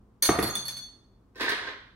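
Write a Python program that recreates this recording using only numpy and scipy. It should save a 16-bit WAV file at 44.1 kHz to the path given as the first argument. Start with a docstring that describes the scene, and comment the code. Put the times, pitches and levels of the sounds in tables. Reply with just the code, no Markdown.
"""A tossed ring clinks across the necks of glass bottles standing in a cardboard box.
Each contact ticks and sets one bottle ringing; the box slaps and booms as the ring bounces.
Then a hand rummages for the next one: loose plastic rings slide and clack, and their tub rings hollowly.
The room is bare, echoing and quiet, with a faint low rumble throughout."""
import sys
import numpy as np
from scipy import signal
from scipy.fft import rfft, irfft
from scipy.io import wavfile

SR = 44100
rng = np.random.default_rng(int(sys.argv[2]) if len(sys.argv) > 2 else 0)


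def store_wav(level_fs):
    """Save 16-bit WAV to argv[1]."""
    pcm = np.round(np.clip(np.atleast_2d(level_fs), -1, 1) * 32767)
    wavfile.write(sys.argv[1], SR, pcm.T.astype(np.int16))


N = 85995
T = np.arange(SR) / SR  # one second, for decays

# Reverb time of the room: (frequency [Hz], t60 [s])
ROOM_DECAY = [(80, 0.61), (170, 1), (350, 0.46), (1000, 0.79), (2000, 0.58), (3500, 0.66), (4500, 0.6),
              (9000, 0.46), (16000, 0.25)]
# How alike left and right are in the room: (frequency [Hz], coherence [0-1])
COHERENCE = [(60, 1), (300, 0.89), (650, .6), (1400, .3), (3000, 0.19), (16000, 0)]


def amp(db):
    """Decibels to gain."""
    return 10 ** (np.asarray(db) / 20)


def unit(x):
    """Scales to rms 1."""
    return x / np.sqrt(np.mean(x ** 2) + 1e-20)


def read(points, hz):
    """Reads a curve on a log-frequency axis."""
    f, value = np.transpose(points)
    return np.interp(np.log(hz + 1), np.log(f + 1), value)


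def add(mix, s, sound):
    """Mixes a sound in at s seconds."""
    part = mix[..., round(s * SR):][..., :sound.shape[-1]]
    part += sound[..., :part.shape[-1]]


def fade(t, t60):
    """Exponential decay, 60 dB down at t60."""
    return np.exp(-np.log(1000) * t / t60)


def colour(x, spectrum, size=4096):
    """Minimum-phase EQ of unit energy."""
    log_gain = np.log(amp(read(spectrum, abs(np.fft.fftfreq(size, 1 / SR)))))
    taps = np.fft.ifft(np.exp(np.conj(signal.hilbert(log_gain)))).real[:size // 2]
    return signal.fftconvolve(x, taps / np.linalg.norm(taps))[:len(x)]


def burst(spectrum, rise_s, t60, size=8192):
    """A short, coloured contact noise."""
    t = T[:size]
    return colour(rng.standard_normal(size) * np.minimum(t / rise_s, 1) * fade(t, t60), spectrum)


def resonate(modes, rise_s, wet_db, step=20):
    """Dying modes stirred by a hit, each with its own wavering echo in the room; stereo."""
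    t, spectrum = T[::step], np.zeros((2, SR), complex)
    offsets_hz = np.fft.fftfreq(len(t), 1 / len(t)).round().astype(int)
    for hz, db, t60 in modes:
        direct = np.fft.fft(np.minimum(t / rise_s, 1) * fade(t, t60))
        a, b = rng.standard_normal((2, len(t))) + 1j * rng.standard_normal((2, len(t)))
        alike = read(COHERENCE, hz)
        waver = np.array([a, alike * a + np.sqrt(1 - alike ** 2) * b])
        tail = fade(t, 0.81 * read(ROOM_DECAY, hz))
        scatter = amp(5) * fade(t, t60=0.026)  # near reflections roughen the attack
        echo = np.fft.fft(waver * (tail + scatter)) * direct
        echo /= np.linalg.norm(echo, axis=1, keepdims=True)
        heard = direct / np.linalg.norm(direct) + amp(wet_db) * echo
        heard *= np.linalg.norm(direct) / np.linalg.norm(heard, axis=1, keepdims=True)
        # shift the slow envelope up to the mode's pitch, at a random phase
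        spectrum[:, (round(hz) + offsets_hz) % SR] += amp(db) * heard * np.exp(2j * np.pi * rng.random())
    release = np.minimum(T[::-1] / 0.12, 1) ** 2
    return step * np.fft.ifft(spectrum).real * release


def two_ears(pair):
    """Makes two unrelated signals alike in the bass and wide in the treble."""
    a, b = rfft(pair)
    alike = read(COHERENCE, np.fft.rfftfreq(pair.shape[1], 1 / SR))
    mid, side = a * np.sqrt((1 + alike) / 2), b * np.sqrt((1 - alike) / 2)
    return irfft(np.array([mid + side, mid - side]), pair.shape[1])


def room(x, wet_db, early_db, size=256):
    """Direct sound, a cluster of near reflections, and a tail that dies faster in the treble."""
    hz, t, bands = signal.stft(two_ears(rng.standard_normal((2, SR))), SR, nperseg=size)
    bands *= fade(t, read(ROOM_DECAY, hz)[:, None])
    tail = signal.istft(bands, SR, nperseg=size)[1][:, :SR] * np.minimum(T / 0.012, 1)
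    reflections = rng.standard_normal((2, SR)) * (rng.random((2, SR)) < 2500 / SR)
    early = two_ears(reflections) * fade(T, t60=0.066)
    response = (amp(wet_db) * unit(tail) + amp(early_db) * unit(early)) / np.sqrt(SR) + (T == 0)
    return signal.fftconvolve(x[None], response / np.sqrt(1 + amp(early_db) ** 2), axes=1)[:, :N]


def place(pair, pan_db, lag_s):
    """Pans by level and arrival time: negative pan_db leans right, lag_s delays the left."""
    delay = np.exp(-2j * np.pi * np.fft.rfftfreq(2 * SR, 1 / SR) * lag_s)
    left = irfft(rfft(pair[0], 2 * SR) * delay)[:N]
    return np.array([left, pair[1]]) * amp([[pan_db], [-pan_db]])


def room_tone():
    """The faint low rumble of the room."""
    # Rumble spectrum: (frequency [Hz], level [dB])
    rumble_eq = [(15, -35.5), (25, -15), (50, -2.5), (80, -13.5), (117, -7.5), (149, -22), (195, -9.5),
                 (503, -23), (560, -27.5), (1100, -28.5), (2110, -44.5), (16000, -58)]
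    noise = two_ears(rng.standard_normal((2, N)))
    rumble = irfft(rfft(noise) * amp(read(rumble_eq, np.fft.rfftfreq(N, 1 / SR))), N)
    return amp(-59.5) * unit(rumble)


def bottle_clinks():
    """Each contact ticks sharply and sets one bottle ringing."""
    # Hits on the necks: (time [s], bottle [key], ringing [dB], tick [dB], spark [dB])
    hits = [(.2225, "a", -17.5, -19.5, 2.5), (.2495, "a", -24, -21.5, -32), (.3865, "d", -30, -33, -31),
            (.4250, "b", -26, -27.5, -12.5), (.4685, "b", -31, -34.5, -38), (.4965, "c", -30.5, -48, -38),
            (.5530, "d", -18, -31.5, -6), (.6525, "b", -33.5, -41, -27), (.6800, "e", -30, -33.5, -6.5),
            (.7655, "e", -35, -40, -41), (.8250, "e", -44, -58, -78)]
    # Glass modes of each bottle: (frequency [Hz], level [dB], t60 [s])
    bottle_modes = { "a": [(3528, -12, .12), (3614, -10, .12), (4355, -1, .17), (4441, -8, .12),
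                    (6274, -2, .17), (6350, -7, .12), (9006, 1, .06), (9135, -1, .08), (12672, -2, .1),
                    (15600, -6, .03)], "b": [(3482, -11, .2), (4333, -6, .17), (4412, 0, .22),
                    (9130, -14, .1), (11216, 1, .07), (11300, -4, .08), (12693, -1, .06)],
                    "c": [(3501, -10, .2), (4368, -4, .2), (6387, -8, .15), (6468, -1, .2),
                    (14800, -8, .04)], "d": [(3488, -1, .06), (3540, -8, .04), (4400, -12, .2),
                    (6322, -10, .15), (9068, -2, .025), (9140, -4, .025), (10650, -12, .05)],
                    "e": [(3484, -1, .16), (4340, -8, .15), (4400, 1, .22), (6282, -6, .17),
                    (6465, -12, .15), (9130, -7, .09), (11250, -10, .09)]}
    # The spark, the hard bright instant of contact: (frequency [Hz], level [dB])
    spark_eq = [(1000, -33.5), (5000, -28), (8600, -7), (9600, -13), (10600, 8), (12000, -9), (13000, -3.5),
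                (14200, -5), (15500, 6.5)]
    # The longer, broader contact tick: (frequency [Hz], level [dB])
    tick_eq = [(150, -23), (300, -6), (900, -7), (1700, -1), (2600, -7), (4200, 2), (7200, -7), (8800, -1),
               (9800, -11), (11000, 6), (12000, -14), (13000, -4.5), (14200, -9.5), (15600, -4)]
    glass, ticks = np.zeros((2, N)), np.zeros(N)
    for s, bottle, ringing_db, tick_db, spark_db in hits:
        # the ringing swells as the box and wall throw it back
        add(glass, s, amp(ringing_db) * resonate(bottle_modes[bottle], rise_s=0.0032, wet_db=2.5))
        add(glass, s + 0.00079, amp(spark_db) * burst(spark_eq, rise_s=0.0036, t60=0.0092))
        add(ticks, s, amp(tick_db) * burst(tick_eq, rise_s=0.0016, t60=0.12))
    return place(glass + room(ticks, wet_db=5, early_db=10.5), pan_db=-0.37, lag_s=25e-6)


def box_thumps():
    """The cardboard slaps and booms under the bouncing ring, stirring the room's low resonances."""
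    # Blows on the box: (time [s], boom [dB], slap [dB])
    blows = [(.2235, -40.5, -56), (0.2891, -12, -10.5), (.3875, -12, -15), (0.4278, -21, -21.5)]
    # Boom of the box, with the low room resonances it stirs: (frequency [Hz], level [dB], t60 [s])
    box_and_room_modes = [(76, -18.5, .25), (128.9, -20, 0.44), (204.2, -13.5, .15), (241.5, -8, 0.027),
                          (326.4, 2, 0.05), (378, -0.5, 0.041), (441.6, -6, 0.085), (709.5, -8, .05)]
    # Cardboard slap: (frequency [Hz], level [dB])
    slap_eq = [(40, -20.5), (150, -7.5), (350, -10), (560, -5.5), (750, -7.5), (1300, -4.5), (1850, -7.5),
               (2500, -15.5), (5000, -30), (12000, -42.5)]
    rise_s, lag_s = 0.0034, 20e-6
    booms, slaps = np.zeros((2, N)), np.zeros(N)
    for s, boom_db, slap_db in blows:
        add(booms, s, amp(boom_db) * resonate(box_and_room_modes, rise_s, wet_db=-1))
        add(slaps, s, amp(slap_db) * burst(slap_eq, rise_s, t60=0.023))
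    slaps = room(slaps, wet_db=0, early_db=-16)
    return place(booms, pan_db=-0.4, lag_s=lag_s) + place(slaps, pan_db=-1, lag_s=lag_s)


def rummage():
    """Plastic rings slide over each other in many small clicks; clacks make their tub ring hollowly."""
    # How hard the hand stirs: (time [s], level [dB])
    stirring = [(1.348, -63), (1.375, -50), (1.40, -44), (1.413, -35), (1.478, -29.5), (1.534, -36.5),
                (1.568, -43.5), (1.64, -42), (1.698, -38.5), (1.75, -59), (1.82, -78), (1.95, -85.5)]
    # Rings knocking together: (time [s], clack [dB], snap [dB], tub [dB])
    knocks = [(1.3562, -48.5, -48, -42.5), (1.3770, -49, -46.5, -48), (1.397, -33, -41, -55),
              (1.4070, -24.5, -27.5, -27.5), (1.4310, -30.5, -32, -31), (1.4901, -26, -25.5, -39.5),
              (1.5140, -26, -50, -34), (1.577, -35.5, -64, -61), (1.6740, -36.5, -71, -38.5),
              (1.6970, -38.5, -78, -69)]
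    # Plastic tone of the clicks and clacks: (frequency [Hz], level [dB])
    plastic_eq = [(100, -33), (220, -17.5), (390, 1.5), (650, -6.5), (850, -7), (1030, 0), (1250, -2.5),
                  (1580, 7.5), (1950, 5.5), (2500, -4), (3700, -2), (5200, -14), (7200, -27), (9000, -35.5),
                  (16000, -43.5)]
    # Bright snap on top of a clack: (frequency [Hz], level [dB])
    snap_eq = [(500, 3.5), (2500, -9), (4000, 17), (7000, -1.5), (9000, 2.5), (11000, 1.5), (12000, -9),
               (13200, 0), (14200, -13), (15600, 2)]
    # Hollow body of the tub: (frequency [Hz], level [dB], t60 [s])
    tub_modes = [(281, -0.5, 0.057), (410.6, 4.5, 0.065), (513, -3, 0.087), (1027, -6.5, 0.17),
                 (1590, -13, 0.059)]
    clicks_per_s, spread_db = 500, 3
    clicks = (rng.random(N) < clicks_per_s / SR) * rng.choice([-1, 1], N)
    clicks = clicks * amp(spread_db * np.minimum(rng.exponential(1, N), 3))
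    effort_db = np.interp(np.arange(N) / SR, *np.transpose(stirring), left=-120)
    clatter = colour(unit(clicks) * amp(effort_db), plastic_eq)
    snaps, tub = np.zeros(N), np.zeros((2, N))
    for s, clack_db, snap_db, tub_db in knocks:
        add(clatter, s, amp(clack_db) * burst(plastic_eq, rise_s=0.001, t60=0.15))
        add(snaps, s, amp(snap_db) * burst(snap_eq, rise_s=0.001, t60=0.04))
        add(tub, s, amp(tub_db) * resonate(tub_modes, rise_s=0.0059, wet_db=1))
    rings = room(clatter, wet_db=0, early_db=4) + room(snaps, wet_db=2, early_db=2.5)
    return tub + place(rings, pan_db=-1, lag_s=110e-6)


def scene():
    """The toss, then the rummage, over a bed of room tone."""
    return bottle_clinks() + box_thumps() + rummage() + room_tone()


def record(dry):
    """A steep low-pass trims the highest treble."""
    lowpass = signal.firwin(401, cutoff=15900, window=("kaiser", 8), fs=SR)
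    return signal.oaconvolve(dry, lowpass[None], "same")


dry = scene()
out = record(dry)
store_wav(out)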